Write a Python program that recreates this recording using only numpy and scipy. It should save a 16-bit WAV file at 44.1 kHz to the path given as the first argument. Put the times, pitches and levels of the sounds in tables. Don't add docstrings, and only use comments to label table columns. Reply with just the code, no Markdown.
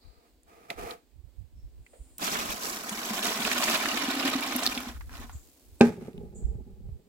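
import sys
import numpy as np
from scipy import signal
from scipy.fft import rfft, irfft
from scipy.io import wavfile
from scipy.ndimage import uniform_filter1d, map_coordinates

SR = 44100
rng = np.random.default_rng(int(sys.argv[2]) if len(sys.argv) > 2 else 0)


def to_wav(s):
    ch = np.atleast_2d(s).T
    pcm = np.round(np.clip(ch, -1, 1) * 32767)
    wavfile.write(sys.argv[1], SR, pcm.astype(np.int16))


N = 312228
TIME = np.arange(N) / SR

# pitch_hz, level_db
GRIT_TONE = [(59, -54), (100, -17.5), (477, -7), (576, -15.5), (697, -6), (1040, -17.5), (1260, -8.5),
             (1430, -18.5), (2370, -18), (2990, -25.5), (15500, -32.5)]
# pitch_hz, left_minus_right_db
BALANCE = [(200, 0), (700, -2), (1290, -1.5), (2380, -4), (4400, -1), (9000, -1)]


def amp(db):
    return 10 ** (np.asarray(db) / 20)


def evened(x):
    return x / np.sqrt(np.mean(x ** 2) + 1e-20)


def steadied(x, samples):
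    return x / np.sqrt(abs(uniform_filter1d(x ** 2, samples)) + 1e-9)


def read(points, hz):
    pitches, values = np.transpose(points)
    return np.interp(np.log(hz + 1), np.log(pitches + 1), values)


def curve(points, **ends):
    return np.interp(TIME, *np.transpose(points), **ends)


def swell(start_s, length_s, rise_s, fade_s):
    t = TIME - start_s
    return np.clip(t / rise_s, 0, 1) ** 2 * amp(-60 * np.maximum(t - length_s, 0) / fade_s)


def add(mix, start_s, sound):
    part = mix[..., round(start_s * SR):][..., :sound.shape[-1]]
    part += sound[..., :part.shape[-1]]


def colour(x, tone):
    log_gain = np.log(amp(read(tone, abs(np.fft.fftfreq(4096, 1 / SR)))))
    taps = np.fft.ifft(np.exp(np.conj(signal.hilbert(log_gain)))).real
    return signal.oaconvolve(x, taps[None], axes=1)[:, :x.shape[1]]


def band(x, low_hz, high_hz, order=2):
    edges_hz = [low_hz, min(high_hz, .49 * SR)]
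    return signal.sosfilt(signal.butter(order, edges_hz, "band", fs=SR, output="sos"), x)


def resonate(x, hz, width_hz):
    turn = np.exp(2j * np.pi * np.cumsum(hz * np.ones(x.shape[-1])) / SR)
    decay = np.exp(-np.pi * width_hz / SR)
    return 2 * (turn * signal.lfilter([1 - decay], [1, -decay], x / turn + 1e-18)).real


def body(x, notes, direct):
    return direct * x + sum(amp(db) * resonate(x, hz, width_hz) for hz, width_hz, db in notes)


def flutter(hz):
    rates = np.fft.rfftfreq(N, 1 / SR)
    spectrum = rfft(rng.standard_normal(N)) * np.exp(-(rates / hz) ** 2) * (rates > hz / 10)
    return np.clip(evened(irfft(spectrum, N)), -2, 2)


def patter(per_s, spread_db):
    size = amp(spread_db * np.minimum(rng.exponential(1, (2, N)), 4))
    return evened(size * rng.choice([-1, 1], (2, N)) * (rng.random((2, N)) < per_s / SR))


def bursts(rows, width, broad_gain):
    out, t = np.zeros((2, N)), TIME[:SR // 5]
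    for start_s, db, hz, fade_s in rows:
        noise = rng.standard_normal((2, 2 * len(t)))
        narrow = evened(band(noise, hz / (1 + width), hz * (1 + width)))
        broad = evened(band(noise, hz / 4, hz * 4, order=1))
        crack = 2 * np.tanh((narrow + broad_gain * broad)[:, len(t):] / 2)
        spike = 1 + np.exp(-t / .0006)
        onset = 1 - np.exp(-2 * hz * t)
        add(out, start_s, band(amp(db - 60 * t / fade_s) * spike * onset * crack, hz / 8, hz * 5))
    return out


def stereo(pair):
    # pitch_hz, likeness (0 to 1)
    likeness = [(290, 0.87), (640, 0.71), (1400, 0.34), (3100, 0.17), (9000, 0.15)]
    hz = np.fft.rfftfreq(N, 1 / SR)
    common, separate = rfft(pair)
    same = np.clip(read(likeness, hz), 0, 1)
    lean = amp(read(BALANCE, hz) / 2)
    left = same * common + np.sqrt(1 - same ** 2) * separate
    return irfft(np.array([left * lean, common / lean]), N)


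def leaves():
    # pitch_hz, level_db
    tone = [(88, -37), (150, -10), (179, -13.5), (253, -1), (1290, -22.5), (4840, -21.5), (5870, -27),
            (7710, -21.5), (10500, -29.5), (15500, -23.5)]
    # time_s, level_db
    loudness = [(.3, -68), (1.3, -70), (2.2, -64.5), (5.7, -63.5), (6.4, -69)]
    hush = stereo(evened(colour(rng.standard_normal((2, N)), tone)))
    return hush * amp(curve(loudness) + .7 * flutter(hz=5.5))


def far_calls():
    # start_s, level_db, pitch_hz, width_hz, rise_s, fade_s
    calls = [(0, -66, 4390, 1100, 0.02, 1.1), (1.54, -76, 5450, 600, 0.044, 0.56),
             (1.781, -64.5, 8330, 2600, 0.2, 4.2), (5.32, -53.5, 7240, 1355, 0.011, 0.43),
             (5.786, -57, 8070, 913, 0.014, .4), (6.344, -53.5, 7420, 1400, 0.018, 0.47)]
    out, t = np.zeros((2, N)), TIME[:SR]
    for start_s, db, hz, width_hz, rise_s, fade_s in calls:
        buzz = evened(band(rng.standard_normal((2, SR)), hz - width_hz / 2, hz + width_hz / 2, order=4))
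        level = np.minimum(t / rise_s, 1) * amp(db - 60 * np.maximum(t - rise_s, 0) / fade_s)
        add(out, start_s, buzz * level)
    return out


def wind():
    # pitch_hz, level_db
    tone = [(20, -16), (55, 4), (80, -4.5), (130, -18.5), (200, -29.5), (800, -80.5)]
    # start_s, length_s, level_db, left_minus_right_db
    gusts = [(0.024, 0.047, -41.5, 20), (0.735, 0.079, -42, -23), (1.062, 0.3, -48.5, -28),
             (1.352, 0.072, -37.5, -29), (1.506, 0.27, -42, -4), (1.974, 0.066, -38.5, -3.5),
             (2.278, .25, -47.5, -11), (3.4, 1.8, -58.5, 2), (4.604, 0.24, -49, 7), (4.859, 0.51, -39.5, 1),
             (5.638, 0.086, -46.5, -3), (6.13, 0.8, -40, -5.5), (6.411, .1, -28, -8)]
    buffets = steadied(colour(rng.standard_normal((2, N)), tone), samples=2200)
    power = amp(-64) ** 2 / 2
    for start_s, length_s, db, side_db in gusts:
        sides = amp(side_db * np.array([[.5], [-.5]]))
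        gust = amp(db) * swell(start_s, length_s, rise_s=.044, fade_s=.25)
        power = power + (gust * sides / np.linalg.norm(sides)) ** 2
    return buffets * np.sqrt(power) * amp(4.3 * flutter(hz=19) - 1.5)


def wall_echoes(x, fade_s):
    t = TIME[:SR // 2]
    echoes = rng.standard_normal((2, len(t))) * (rng.random((2, len(t))) < 3000 / SR)
    tail = echoes * (t > .012) * amp(-60 * t / fade_s)
    return signal.fftconvolve(x, tail / np.linalg.norm(tail[0]), axes=1)[:, :N]


def drag():
    # pitch_hz, width_hz, level_db
    notes = [(467, 30, 1), (689, 15, 4), (830, 40, -7.5), (1214, 54, -8), (2380, 260, -18)]
    # start_s, length_s, level_db
    moves = [(0, 0.28, -66.5), (0.451, 0.22, -57), (0.676, 0.033, -39), (0.753, 0.17, -39.5)]
    grit = colour(body(patter(per_s=2200, spread_db=0), notes, direct=.82), GRIT_TONE)
    level = sum(amp(db) * swell(start_s, length_s, rise_s=.035, fade_s=.16)
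                for start_s, length_s, db in moves)
    return stereo(steadied(grit, samples=3000) * level)


def knocks():
    # start_s, level_db, pitch_hz, fade_s
    clicks = [(.433, -53.5, 8750, .018), (.702, -25.5, 2120, .031), (.703, -28, 3892, .023),
              (.706, -28, 620, .07), (.909, -31.5, 3640, .03), (1.864, -46.5, 2200, .034),
              (1.933, -45, 557, .17), (4.5633, -18, 11300, .016), (4.6355, -21.5, 7500, .015),
              (4.6643, -7.5, 4100, .009), (4.674, -17.5, 4230, .018), (6.132, -49, 2880, .008),
              (6.179, -45.5, 3080, .011)]
    # start_s, level_db
    bumps = [(6.424, -23), (6.552, -23.5), (6.887, -23.5)]
    bump_hz, bump_fade_s = 110, .04
    thuds = [(start_s, db, bump_hz, bump_fade_s) for start_s, db in bumps]
    return stereo(amp(-3) * bursts(clicks + thuds, width=.23, broad_gain=.4))


def shuffle():
    # pitch_hz, level_db
    tone = [(70, -12.5), (190, 4), (300, -17), (370, -0.5), (450, -2.5), (500, -14.5), (750, -22.5),
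            (825, -12), (900, -30), (1500, -56)]
    # start_s, length_s, rumble_db, grit_db, fade_s
    slides = [(5.833, 0.043, -29.5, -43, 0.16), (5.91, .06, -41.5, -61, .3),
              (5.998, 0.073, -44, -58.5, 0.28), (6.135, 0.041, -45.5, -72, 3.1)]
    slips = patter(per_s=520, spread_db=.5) * amp(3.6 * flutter(hz=29.6))
    rumble = steadied(colour(slips, tone), samples=5000)
    grit = evened(band(colour(patter(per_s=670, spread_db=1.5), GRIT_TONE), 970, 14000))
    out = np.zeros((2, N))
    for start_s, length_s, rumble_db, grit_db, fade_s in slides:
        level = swell(start_s, length_s, rise_s=.014, fade_s=fade_s)
        out += (amp(rumble_db) * rumble + amp(grit_db) * grit) * level
    return stereo(out)


def set_down():
    # pitch_hz, level_db, fade_s
    notes = [(152, -23.5, .2), (234.8, -8, 0.3), (332, -26.5, 0.028), (400.7, -15.5, 0.2), (432, -19, 0.24),
             (530, -27.5, 0.21), (624, -24.5, 0.086), (797, -23, 0.079), (812, -24, 0.18),
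             (1054, -33.5, .11), (1231, -34, 0.16), (1561, -25, .06), (1520, -37, 0.14),
             (1650, -33.5, 0.07), (2406, -26, 0.062), (2575, -17.5, 0.024), (3650, -25.5, .025)]
    # start_s, level_db, ring_share (part of the free ringing time)
    blows = [(5.8072, -9.5, 0.081), (5.8101, 4, 0.76), (5.8215, -8, 0.29), (5.935, -29.5, .45),
             (6.02, -25, 0.3), (6.082, -22, 0.17), (6.18, -26.5, 0.27), (6.234, -29, 0.22),
             (6.387, -35, 0.43), (6.545, -29, .19), (6.606, -28.5, 0.12), (6.665, -34, 0.33),
             (6.804, -36, 0.16)]
    # pitch_hz, level_db
    crack_tone = [(180, -10), (300, -2), (701, -12.5), (856, -11), (1150, -34.5), (1560, -16.5),
                  (2570, -24.5), (2980, -32.5), (7200, -33), (16000, -67.5)]
    rings, cracks, t = np.zeros(N), np.zeros((2, N)), TIME[:SR // 2]
    note_hz, note_db, fade_s = np.array(notes).T[:, :, None]
    for start_s, db, ring_share in blows:
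        ring = (amp(note_db - 60 * t / (fade_s * ring_share)) * np.sin(2 * np.pi * note_hz * t)).sum(0)
        ring *= amp(-1100 * np.clip(t - .082, 0, None))
        crack = evened(colour(rng.standard_normal((2, len(t))), crack_tone))
        crack *= amp(-15 - 60 * t / .032) + amp(-26 - 60 * t / .27)
        bright_hz = 220 + 8460 * amp(db) ** 1.3
        contact = signal.butter(2, min(bright_hz, SR / 3), fs=SR)
        add(rings, start_s, -amp(db) * signal.lfilter(*contact, ring))
        add(cracks, start_s, amp(db) * signal.lfilter(*contact, crack))
    lean = amp(read(BALANCE, np.fft.rfftfreq(N, 1 / SR)) * np.array([[.5], [-.5]]))
    bucket = irfft(rfft(rings) * lean, N) + stereo(cracks)
    return band(bucket, 160, 19000)


def foam():
    fizz = evened(band(patter(per_s=2500, spread_db=4.5), 3800, 19000))
    return fizz * amp(-61.5) * swell(start_s=4.85, length_s=.6, rise_s=.066, fade_s=3.3)


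def bubbles(per_s, low_hz, high_hz, cycles, glide, spread_db, sizes=48):
    out = np.zeros((2, N))
    for hz in np.geomspace(low_hz, high_hz, sizes):
        turns = np.arange(0, 5 * cycles, hz / SR)
        ring = np.sin(2 * np.pi * turns * (1 + glide * turns / cycles)) * np.exp(-turns / cycles) * hz
        for side, when, chance in rng.random((round(2 * per_s * N / SR / sizes), 3)):
            strength = amp(spread_db * min(-np.log(chance), np.pi))
            add(out[int(2 * side)], when * N / SR, ring * strength)
    return evened(out)


def follow_pour(base_db, plunge_db, steepness):
    # time_s, level_db
    flow_db = [(2.19, -47.5), (2.22, -31.5), (2.36, -31), (2.48, -36), (2.52, -33.5), (2.59, -39.5),
               (2.68, -32.5), (2.77, -39.0), (3.22, -32), (3.26, -28), (3.34, -32.5), (3.75, -26.0),
               (3.77, -30), (4.2, -32.5), (4.26, -28.5), (4.38, -33.5), (4.64, -33), (4.67, -29),
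               (4.69, -34.5), (4.92, -43.5), (4.95, -55.5), (4.98, -54)]
    # time_s, depth (0 spatters on the surface, 1 plunges deep)
    depth = [(2.2, 0.34), (2.4, 0.59), (2.68, 0.1), (2.85, 0.36), (3.65, 0.68), (4.3, 1), (4.62, 0.7),
             (4.8, 0.63)]
    full_db = -32
    last_dribble = amp(-45) * swell(start_s=5.04, length_s=.16, rise_s=.12, fade_s=.48)
    flow = amp(curve(flow_db, left=-140, right=-140)) + last_dribble
    return (flow / amp(full_db)) ** steepness * amp(full_db + base_db + plunge_db * curve(depth))


def boom():
    # time_s, pitch_hz
    air_note = [(2.2, 203), (3.1, 216), (3.7, 237), (4.2, 270.5), (4.55, 259), (4.9, 245)]
    # start_s, level_db
    gulps = [(2.228, -30), (2.917, -28), (3.107, -22), (3.399, -23.5), (3.66, -29), (3.851, -23),
             (4.082, -18), (4.165, -24), (4.247, -18.5), (4.289, -21.5), (4.353, -15), (4.553, -18),
             (4.675, -23), (4.77, -24), (4.869, -26.5), (5.241, -39)]
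    hz, t = curve(air_note), TIME[:SR // 5]
    pushes = patter(per_s=540, spread_db=1.5)[0]
    air = band(resonate(resonate(pushes, hz, width_hz=48), hz, width_hz=190), 150, 1200)
    glugs = bubbles(per_s=110, low_hz=270, high_hz=440, cycles=3.5, glide=.005, spread_db=2.5, sizes=12)
    air = steadied(air * amp(1.7 * flutter(hz=21)), samples=5000)
    out = air * follow_pour(base_db=-19.5, plunge_db=14.1, steepness=.72)
    out += steadied(glugs[0], samples=8000) * follow_pour(base_db=-10.5, plunge_db=-8.5, steepness=1)
    for start_s, db in gulps:
        gulp_hz = .99 * np.interp(start_s, TIME, hz)
        level = amp(db - 60 * t / .094) * (1 - np.exp(-t / .004))
        add(out, start_s, level * np.sin(2 * np.pi * gulp_hz * t))
    return out


def slaps():
    # start_s, level_db, pitch_hz
    hits = [(2.182, -33.5, 11200), (2.354, -27, 1330), (2.655, -32, 5560), (2.894, -30, 7200),
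            (3.228, -26.5, 3170), (3.45, -22.5, 2460), (3.515, -21, 2200), (3.640, -23.5, 6140),
            (3.856, -22.5, 1760), (3.974, -24.5, 2600), (4.725, -36, 2770), (4.75, -33.5, 3950),
            (4.776, -28, 2800), (4.909, -50, 2020), (5.009, -41.5, 1450), (5.094, -47, 1550),
            (5.295, -41.5, 1070)]
    rows = [(start_s, db, hz, .056 * (1000 / hz) ** .31) for start_s, db, hz in hits]
    return bursts(rows, width=.47, broad_gain=.5)


def stream():
    # pitch_hz, level_db
    tone = [(210, -25), (350, 1), (512, -1), (671, -2.5), (892, -3.5), (1060, -2.5), (1680, 0), (2310, 4),
            (3780, 5), (7710, -11), (8760, -20.5), (11500, -16), (15500, -20.5)]
    # pitch_hz, width_hz, level_db
    hollow_notes = [(388, 7.3, -5), (702, 97, 1), (797, 59, -0.5), (1044, 120, 5), (1247, 77, -0.5),
                    (1477, 38, -0.5), (1790, 55, -10.5), (2330, 120, -6)]
    lumps = flutter(hz=45)
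    drops = patter(per_s=7000, spread_db=4.5)
    froth = bubbles(per_s=1300, low_hz=600, high_hz=6000, cycles=11, glide=.003, spread_db=4.2)
    plinks = bubbles(per_s=90, low_hz=550, high_hz=3000, cycles=16, glide=.002, spread_db=3)
    water = colour(body(drops + .55 * froth + .25 * plinks, hollow_notes, direct=.9), tone)
    gurgle = band(water, 340, 1800, order=3) * amp(1.5 * lumps + .77 * flutter(hz=60))
    splash = band(water, 1800, 6000, order=3) * amp(2.2 * lumps + .58 * flutter(hz=70.5))
    spray = band(water, 7340, 17000, order=3) * amp(1.2 * lumps + 1.4 * flutter(hz=91))
    big_drops = abs(patter(per_s=70, spread_db=2.5)[0])
    splats = signal.lfilter([1], [1, -np.exp(-1 / (.003 * SR))], big_drops)
    spatter = band(drops, 900, 5000, order=1) * splats
    out = steadied(gurgle, samples=5000) * follow_pour(base_db=-5.5, plunge_db=2.3, steepness=.94)
    out += steadied(splash, samples=5000) * follow_pour(base_db=-5.5, plunge_db=4.1, steepness=1.18)
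    out += steadied(spray, samples=5000) * follow_pour(base_db=0, plunge_db=-10.5, steepness=1.2)
    out += steadied(spatter, samples=12000) * follow_pour(base_db=-13.5, plunge_db=1, steepness=.85)
    return stereo(out + slaps())


def scene():
    # time_s, delay_ms
    left_delay = [(2.3, 0.42), (2.8, 0.22), (3.2, 0.12), (4.8, 0.084), (5.85, 0.077), (6.2, -0.23)]
    water = stream()
    handling = drag() + knocks() + set_down()
    left, right = water + boom() + handling + shuffle()
    delay_samples = curve(left_delay) * SR / 1000
    near = np.array([map_coordinates(left, [np.arange(N) - delay_samples], order=5), right])
    echoes = wall_echoes(amp(-15) * water + amp(-20) * band(handling, 600, 16000, order=1), fade_s=.33)
    return near + echoes + foam() + wind() + leaves() + far_calls()


def record(dry):
    limited = dry / (1 + dry ** 8) ** (1 / 8)
    treble_cut = signal.firwin(511, 16000, window=("kaiser", 9), fs=SR)
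    return signal.oaconvolve(limited, treble_cut[None], "same")


dry = scene()
out = record(dry)
to_wav(out)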